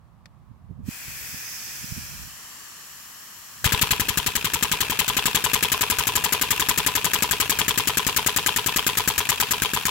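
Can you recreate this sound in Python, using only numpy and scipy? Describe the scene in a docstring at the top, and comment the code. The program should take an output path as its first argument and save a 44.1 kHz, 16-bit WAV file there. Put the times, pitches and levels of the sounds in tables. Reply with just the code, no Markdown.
"""Air hisses from a leak while wind buffets the microphone; then a compressed-air engine clatters on a garden bench.
The tap ticks and opens onto coloured noise with moving echoes; later the flywheel is pushed and the engine runs.
In every turn a solenoid valve clicks open (ringing modes), air blasts out (shaped noise and a pipe tone),
the plunger drops back and knocks, and the loose crank rattles (modes and noise bursts).
Wind is low noise in lumps and short gusts; a quiet garden lies behind."""
import sys
import numpy as np
from scipy import signal
from scipy.fft import rfft, irfft
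from scipy.io import wavfile

SR = 44100
rng = np.random.default_rng(int(sys.argv[2]) if len(sys.argv) > 2 else 0)


def dump(signal):
    """Clip the signal to [-1, 1] and save it as 16-bit WAV at the path in sys.argv[1]."""
    limited = np.clip(np.atleast_2d(signal).T, -1, 1)
    pcm = np.round(limited * 32767).astype(np.int16)
    wavfile.write(sys.argv[1], SR, pcm)


N = 436590
TIME = np.arange(N) / SR
AGE = np.arange(6000) / SR  # s since the start of a single event

# All table levels are relative; mix gains come on top.
# air blast spectrum: f/Hz, left/dB, right/dB
BLAST_COLOUR = [(132, -3, -7), (372, -23, -22.5), (610, -28, -29), (1340, -16.5, -41), (2060, -11.5, -25),
                (2700, -15.5, -24), (3700, -17.5, -22), (4900, -22, -16.5), (6180, -14.5, -16),
                (7460, -7.5, -22.5), (9680, -22, -23), (11370, -9, -29), (15700, -16, -28)]
# dull mechanical rattle spectrum: f/Hz, left/dB, right/dB
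RATTLE_COLOUR = [(40, -23, -41), (112, -24, -22), (312, -34.5, -32), (560, -35, -40.5), (897, -24, -24),
                 (1440, -22.5, -31.5), (2050, -25.5, -31.5), (2460, -21, -26.5), (3240, -18.5, -25),
                 (4700, -34.5, -27.5), (7150, -50, -33.5), (9050, -33.5, -39.5), (11600, -33.5, -43),
                 (15500, -40, -52)]
# flywheel speed from the push onwards, one valve stroke a turn: t/s, speed/(turns per s)
FLYWHEEL_SPEED = [(3.6433, 13.753), (3.78, 10.345), (4.04, 11.474), (4.36, 10.947), (4.77, 11.192),
                  (4.85, 10.635), (5.15, 11.479), (5.4, 10.649), (5.88, 11.06), (5.96, 11.898),
                  (6.32, 11.787), (6.4, 10.727), (6.88, 11.476), (6.96, 10.851), (7.3, 11.478),
                  (7.48, 10.312), (7.56, 10.989), (7.92, 10.025), (8.0, 10.645), (8.21, 10.034),
                  (8.76, 10.037), (8.84, 9.277), (9.13, 9.771), (9.28, 8.713), (9.4, 9.366), (9.9, 8.169)]
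PUSH_S = FLYWHEEL_SPEED[0][0]
USUAL_KNOCK_S = .0268  # from valve opening to knock in a usual turn


def valve():
    """The solenoid snaps open with a thump; its plunger drops onto the seat, knocks, and shakes the base board."""
    # solenoid strength: t/s, opening click/dB, plunger drop/dB
    solenoid = [(3.64, 6, -0.5), (3.9, 1, 1), (4.02, -.5, -4.5), (4.53, 1.5, -3.5), (4.75, 0.5, -0.5),
                (5.7, 4, 2), (6.25, 1.5, 0.5), (7.7, 4.5, 1.4), (9.9, 3, 1)]
    # modes: f/Hz, level/dB, t60/s, left over right/dB
    open_modes = [(1666, -16.5, 0.016, 4.5), (2450, -27, 0.022, 1)]
    shut_modes = [(890, -47, 0.04, 1), (899.5, -26.5, 0.052, 6), (994, -17, 0.047, 2.5),
                  (1207, -26, 0.036, -1), (1520, -47, 0.024, 2.3333), (1760, -45, 0.032, 3),
                  (2740, -48, 0.02, -3)]
    knock_modes = [(1003, -31, 0.029, 7), (2680, -40, 0.031, 6), (3220, -25, 0.016, 14.5),
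                   (3340, -22.5, .012, 13)]
    board_modes = [(104, -35, 0.051, 0), (169, -27, 0.028, 0), (423, -24, 0.093, -2),
                   (479, -29.5, 0.089, -0.81), (1004, -35, 0.22, -2)]
    click_scatter_db, drop_scatter_db = 1.5, 0.43
    knock_scatter_db, knock_scatter_s = 2.2, .0006
    knock_offset_db, knock_db_per_s = -.5, 114  # the later the knock, the harder

    out, bright, dull = np.zeros((3, 2, N))
    for start_s, _, knock_delay_s in strokes():
        chance = rng.standard_normal(4)
        click_db, drop_db = curve(solenoid, start_s) + chance[:2] * [click_scatter_db, drop_scatter_db]
        knock_db = drop_db + knock_offset_db + knock_db_per_s * (knock_delay_s - USUAL_KNOCK_S)
        knock_db += knock_scatter_db * chance[2]
        knock_delay_s = knock_delay_s + knock_scatter_s * chance[3]

        add(out, start_s - .003, puff(db=-25.5, width_s=0.000722))
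        add(out, start_s + 0.00017, amp(click_db) * ring(open_modes, detune=0.043, rise_s=0.00086))
        add(bright, start_s, burst(db=click_db + 2, decay_s=0.0018))

        drop_s = start_s + .75 * knock_delay_s
        add(out, drop_s, amp(drop_db) * ring(shut_modes, detune=0.017, rise_s=0.0019))
        add(out, drop_s + 0.00204, amp(drop_db) * ring(board_modes, detune=0.003, rise_s=0.011))
        add(dull, drop_s, burst(db=drop_db + 12, decay_s=0.0032))
        add(bright, drop_s, burst(db=-7, decay_s=0.0012))

        knock_s = start_s + knock_delay_s - .0004
        add(out, knock_s, amp(knock_db) * ring(knock_modes, detune=0.026, rise_s=0.00049))
        add(dull, knock_s, burst(db=knock_db + 11, decay_s=0.0042))
    return out + bright * noise(BLAST_COLOUR) + dull * noise(RATTLE_COLOUR)


def exhaust():
    """The blast swells while the valve is open, sounds the outlet pipe, and its draught reaches the microphone."""
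    # air flow: t/s, level/dB
    flow_db = [(3.64, 0), (3.85, 1.5), (4.1, -1), (4.7, -1), (5.4, 0.5), (5.95, 1.6), (9.5, -0.3),
               (9.63, -3), (9.9, -2.5)]
    # mid-treble rasp coming and going in the blast: t/s, level/dB
    rasp_db = [(3.6, -5), (4.2, -4.5), (4.7, -6.5), (5.05, -1.5), (5.4, -3), (5.9, -17), (7, -10.5),
               (9.9, -14.5)]
    # rasp spectrum: f/Hz, left/dB, right/dB
    rasp_colour = [(1200, -58, -60), (2080, -10, -22.5), (3040, -4, -26), (4260, -13, -9), (5500, -35, -29),
                   (8000, -60, -60)]
    blast_scatter_db, rasp_scatter_db = 1.06, 2.5
    settled_db, start_extra_db, settle_s = -32, 18.5, .45  # draught

    out, flow, rasp = np.zeros((3, 2, N))
    for start_s, length_s, _ in strokes():
        chance = rng.standard_normal(3)
        db = curve(flow_db, start_s)[0] + blast_scatter_db * chance[0]
        opening = np.interp(AGE / length_s, [0, .15, .5, .8, 1.1], [0.17, 0.62, 0.89, 0.92, 0.13], right=0)
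        add(flow, start_s, amp(db + 1) * opening)
        turn_rasp_db = db + curve(rasp_db, start_s)[0] + rasp_scatter_db * chance[1]
        add(rasp, start_s, amp(turn_rasp_db) * opening)

        pipe_hz = 1250 * (1 + 0.018 * chance[2])
        pipe = amp(db - 32) * opening * np.sin(2 * np.pi * pipe_hz * AGE)
        add(out, start_s, pipe * amp([[2], [-2]]))

        draught_db = settled_db + start_extra_db * np.exp((PUSH_S - start_s) / settle_s)
        add(out, start_s + 0.01033, puff(db=draught_db, width_s=0.00179) * amp([[3], [-5]]))
    # a small jet radiates little bass
    highpass = signal.butter(2, 230, "highpass", fs=SR, output="sos")
    jet = signal.sosfilt(highpass, noise(BLAST_COLOUR))
    return out + flow * jet + rasp * noise(rasp_colour)


def crank(chatter_per_turn=12):
    """Play in the rod clacks at two places in each turn; small chatter and rubbing fill the rest."""
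    # single loud clacks: t/s, level/dB
    clacks = [(3.7763, -20.5), (3.7928, -23), (5.4981, -23), (6.0257, -22), (6.5618, -24), (6.5781, -21),
              (7.1878, -21), (8.7389, -25), (9.2545, -21)]
    # where the rod's play closes: share of the turn, level/dB
    play = [(.63, -26.5), (.82, -27.5)]
    # rattle level as the engine settles: t/s, level/dB
    looseness = [(3.65, 2.5), (4.05, -2), (4.6, -2), (5.1, 0.5), (9.9, 0)]
    # modes: f/Hz, level/dB, t60/s, left over right/dB
    crank_modes = [(972, -12.5, 0.11, 3.6), (1704, -13, 0.072, 12), (2480, 3.5, 0.024, 3),
                   (2670, 4, 0.023, 4.6), (3440, -10, 0.0038, 6)]

    out, rub, ticks = np.zeros((3, 2, N))
    starts, angle = strokes()[:, 0], turns()
    rub_gain = amp([2.5, 2, -0.5, -10.0, -3, -16.5])
    rub += (angle > 0) * np.interp(angle % 1, [0, .3, .45, .7, .85, 1], rub_gain)

    hits = list(clacks)
    for start_s, period_s in zip(starts, np.diff(starts)):
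        for share, db in play:
            hit_s = start_s + period_s * (share + 0.0152 * rng.standard_normal())
            hits.append((hit_s, db + 1.9 * rng.standard_normal()))
        chatter_s = start_s + period_s * rng.uniform(.35, .82, chatter_per_turn)
        hits += zip(chatter_s, -35 + 2 * rng.standard_normal(chatter_per_turn))
    for hit_s, db in hits:
        add(out, hit_s, amp(db - 4.5) * ring(crank_modes, detune=0.022, rise_s=0.00075))
        add(rub, hit_s, burst(db=db + 35.5, decay_s=0.001))
        add(ticks, hit_s, burst(db=db + 19.5, decay_s=0.00051))
    rattle = out + amp(-1.5) * rub * noise(RATTLE_COLOUR) + ticks * noise(BLAST_COLOUR)
    return amp(curve(looseness, TIME)[0]) * rattle


def leak():
    """The tap ticks, then air hisses from the fittings, coloured by echoes as the microphone sways and draws back."""
    # hiss as the tap is opened: t/s, level/dB
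    leak_db = [(.8, -55), (.87, -10), (.91, -0.5), (2.05, 0.5), (2.4, 3), (3, 2), (9.9, 3.5)]
    # microphone draws back: t/s, 0 near to 1 far
    retreat = [(.9, 0.43), (1.2, .03), (1.8, .08), (2.33, 0.96), (3.3, 1)]
    # levels of narrow hiss, top fizz, and hollow ring under a hand cupped round the tap: t/s, level/dB
    narrow_db = [(.9, -20), (1.25, -5), (1.5, 1.5), (2.1, -5.5), (2.3, -17)]
    fizz_db = [(.9, -8), (1.2, 5), (2.1, -10), (2.75, -17), (2.92, -6)]
    hollow_db = [(.85, -6), (1.05, -1), (1.3, -1), (1.55, -4), (2.1, -8), (2.3, -40)]
    # spectra: f/Hz, left/dB, right/dB
    near_colour = [(500, -44, -42.5), (910, -40.5, -41.5), (1830, -30, -43), (2010, -33.5, -36),
                   (2430, -31, -35), (3280, -39, -37.5), (4500, -42, -35), (5350, -43, -29.5),
                   (6400, -36.5, -35), (7300, -31, -32.5), (8450, -36.5, -37), (11000, -34, -42),
                   (13000, -32, -43), (15500, -35, -39)]
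    far_colour = [(513, -53.5, -49), (830, -46.5, -50), (1200, -36, -41.5), (1450, -44, -48),
                  (1770, -37.5, -41.5), (2630, -45, -47.5), (3050, -37.5, -42), (3520, -48.5, -46),
                  (5300, -48.5, -40), (7440, -36.5, -44), (9300, -50, -47.5), (11300, -40.5, -52),
                  (13500, -49, -50), (15500, -48, -48)]
    narrow_colour = [(3500, -70, -70), (4930, -55, -29), (5600, -40, -26), (6740, -49, -30.5),
                     (8000, -70, -70)]
    fizz_colour = [(9000, -70, -68), (13000, -36, -45), (15500, -40, -44)]
    hollow_colour = [(1300, -65, -65), (1790, -36, -42), (2230, -26, -35), (2500, -25, -27),
                     (2800, -41, -39), (3200, -67, -65)]
    tap_colour = [(300, -34, -37), (900, -33, -33), (1800, -28, -35), (5000, -35, -32), (9000, -47, -48),
                  (15000, -54, -57)]
    near_lag_s, far_lag_s, engine_echo = 0.00062, 0.000705, .2  # reflection off the engine
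    bench_lag_s, bench_echo = .00115, .17  # reflection off the bench slats

    far = np.clip(curve(retreat, TIME)[0], 0, 1)
    hiss = np.sqrt(1 - far) * noise(near_colour) + np.sqrt(far) * noise(far_colour)
    parts = (narrow_db, narrow_colour), (fizz_db, fizz_colour), (hollow_db, hollow_colour)
    for level, colour in parts:
        hiss += amp(curve(level, TIME)[0]) * noise(colour)

    drift_s = .00002 * sway()
    engine_lag_s = near_lag_s + far * (far_lag_s - near_lag_s) + drift_s / 2
    echo = engine_echo * delayed(hiss, engine_lag_s)
    echo += bench_echo * delayed(hiss, bench_lag_s + 2 * drift_s)

    tick = np.zeros((2, N))
    add(tick, .257, burst(db=-2.5, decay_s=0.004))
    return amp(curve(leak_db, TIME)[0]) * (hiss + echo) + tick * noise(tap_colour)


def wind():
    """A lumpy breeze on the microphone; sudden buffets reach higher in pitch."""
    # breeze: t/s, level/dB
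    breeze_db = [(0, -57.5), (.57, -53), (.87, -40), (.96, -66), (1.08, -49.5), (1.6, -59), (1.98, -46.5),
                 (2.27, -45), (2.4, -64), (3.47, -70), (3.62, -50), (4.5, -52)]
    # single buffets: t/s, level/dB, length/s
    buffet_rows = [(0.513, -48, 0.017), (0.711, -34.5, 0.024), (.8, -35.5, .016), (0.887, -23.5, .011),
                   (1.084, -43.5, .025), (1.343, -42.5, .018), (1.842, -38, 0.021), (1.925, -30, 0.013),
                   (1.979, -32, .026)]
    # spectra: f/Hz, level/dB
    breeze_colour = [(20, -23), (55, 7.5), (120, 8.5), (200, 1.0), (320, -20.0), (600, -28), (2000, -64)]
    buffet_colour = [(20, -34), (70, 3.5), (140, 3.5), (250, -4), (400, -22.0), (700, -36), (2000, -62)]

    breeze = amp(curve(breeze_db, TIME)[0]) * rumble(breeze_colour)
    gusts = sum(amp(db) * np.exp(-(2 * (TIME - s) / length_s) ** 2) for s, db, length_s in buffet_rows)
    buffets = gusts * rumble(buffet_colour)
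    lean_db = np.interp(TIME, [2.2, 2.5], [4, 0])  # the breeze comes from the right
    return (breeze + buffets) * amp([-3.0 - lean_db, 2 + lean_db])


def garden():
    """Quiet garden: steady, mostly low noise."""
    # spectrum: f/Hz, left/dB, right/dB
    garden_colour = [(40, -33, -42), (153, -37, -44), (242, -37.5, -43), (394, -48.5, -54),
                     (1130, -48, -40.5), (1550, -52, -58), (3000, -62, -63), (6000, -71, -67.5),
                     (15000, -72, -73)]
    return amp(-5.0) * noise(garden_colour)


def surroundings(x, wet_db, t60_s):
    """Faint scattered echoes from bench, gravel and hedges: sparse random taps that die away."""
    sparse = rng.random((2, len(AGE))) < .05
    taps = rng.standard_normal((2, len(AGE))) * sparse * (AGE > .003)
    taps *= amp(-60 * AGE / t60_s)
    echoes = signal.fftconvolve(x, taps / np.linalg.norm(taps[0]), axes=1)[:, :N]
    return x + amp(wet_db) * echoes


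def turns():
    """Turns that the flywheel has made so far: its speed summed from the push onwards."""
    return np.cumsum(curve(FLYWHEEL_SPEED, TIME)[0] * (TIME >= PUSH_S)) / SR


def strokes():
    """Valve timing, one row a turn: start/s, blast length/s, knock delay/s; slow turns lengthen the last two."""
    usual_turn_s, usual_blast_s = .09, .016
    blast_stretch, knock_stretch = 0.13, .39  # shares of the time that a slower turn adds
    first_extra_s = 0.012  # the first stroke, at the push, has a longer blast and a later knock

    angle = turns()
    starts = TIME[np.searchsorted(angle, np.arange(angle[-1]), side="right")]
    slower_s = 1 / curve(FLYWHEEL_SPEED, starts)[0] - usual_turn_s
    extra_s = first_extra_s * (starts == starts[0])
    blast_s = usual_blast_s + blast_stretch * slower_s + extra_s
    knock_s = USUAL_KNOCK_S + knock_stretch * slower_s + extra_s
    return np.transpose([starts, blast_s, knock_s])


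def ring(modes, detune, rise_s):
    """One blow on a set of decaying modes, a little different each time."""
    out = np.zeros((2, len(AGE)))
    for hz, db, t60_s, pan_db in modes:
        chance = rng.standard_normal(2)
        decay = amp(db + 0.7 * chance[0] - 60 * AGE / t60_s)
        wave = decay * np.sin(2 * np.pi * hz * (1 + detune * chance[1]) * AGE)
        out += amp([[pan_db / 2], [-pan_db / 2]]) * wave
    return out * (1 - np.exp(-AGE / rise_s))


def burst(db, decay_s):
    """Envelope of a sharp contact."""
    return amp(db) * np.exp(-AGE / decay_s) * (1 - np.exp(-AGE / 0.00014))


def puff(db, width_s):
    """A dip and a swell of air pressure, centred four widths after its start."""
    u = AGE / width_s - 4
    return amp(db) * u * np.exp((1 - u ** 2) / 2)


def noise(colour):
    """Stereo noise of a given colour, partly alike in both ears, its deepest bass thinned."""
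    # f/Hz, left-right likeness (0 to 1)
    likeness = [(60, 0.2), (200, 0.96), (500, 0.74), (1200, 0.58), (2500, 0.18), (6000, 0.053),
                (15000, 0.064)]
    hz = np.fft.rfftfreq(N, 1 / SR)
    a, b = rfft(rng.standard_normal((2, N)))
    same = np.clip(spectrum(likeness, hz)[0], 0, 1)
    pair = np.array([a, same * a + np.sqrt(1 - same ** 2) * b])
    return irfft(pair * amp(spectrum(colour, hz)) * hz / np.hypot(hz, 35), N)


def rumble(colour):
    """Low noise of unit level, unrelated at the two microphone ports."""
    gain = amp(spectrum(colour, np.fft.rfftfreq(N, 1 / SR)))
    x = irfft(rfft(rng.standard_normal((2, N))) * gain, N)
    return x / x.std()


def sway(count=8):
    """Slow random wander of about unit size, a sum of slow sines."""
    rates_hz = .7 * np.geomspace(.3, 2, count)
    phases = rng.random(count)
    waves = sum(np.sin(2 * np.pi * (r * TIME + p)) for r, p in zip(rates_hz, phases))
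    return waves / np.sqrt(count / 2)


def delayed(x, lag_s):
    """A sound arriving late by a lag that may move."""
    return np.array([np.interp(TIME - lag_s, TIME, side) for side in x])


def amp(db):
    """Decibels to gain."""
    return 10 ** (np.asarray(db) / 20)


def curve(rows, at):
    """Each column of a table, joined by straight lines."""
    x, *columns = np.transpose(rows)
    return np.array([np.interp(at, x, c) for c in columns])


def spectrum(rows, hz):
    """Each column of a table, joined on a log-frequency axis."""
    x, *columns = np.transpose(rows)
    return np.array([np.interp(np.log(hz + 1), np.log(x), c) for c in columns])


def add(mix, start_s, sound):
    """Mixes a sound in at a time, cut off at the end of the mix."""
    part = mix[:, max(round(start_s * SR), 0):][:, :sound.shape[-1]]
    part += sound[..., :part.shape[1]]


def scene():
    """Engine with its echoes, leak, wind and the quiet garden."""
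    engine = surroundings(valve() + exhaust() + crank(), wet_db=-15.5, t60_s=0.27)
    return engine + leak() + wind() + garden()


def record(dry):
    """The microphone sheds the deepest bass, the loudest peaks are rounded off; then the band limit."""
    highpass = signal.butter(2, 28, "highpass", fs=SR, output="sos")
    thinned = signal.sosfilt(highpass, dry)
    rounded = thinned / (1 + (thinned / .9) ** 4) ** .25
    lowpass = signal.firwin(511, 15900, window=("kaiser", 8), fs=SR)
    return signal.oaconvolve(rounded, lowpass[None], "same")


dry = scene()
out = record(dry)
dump(out)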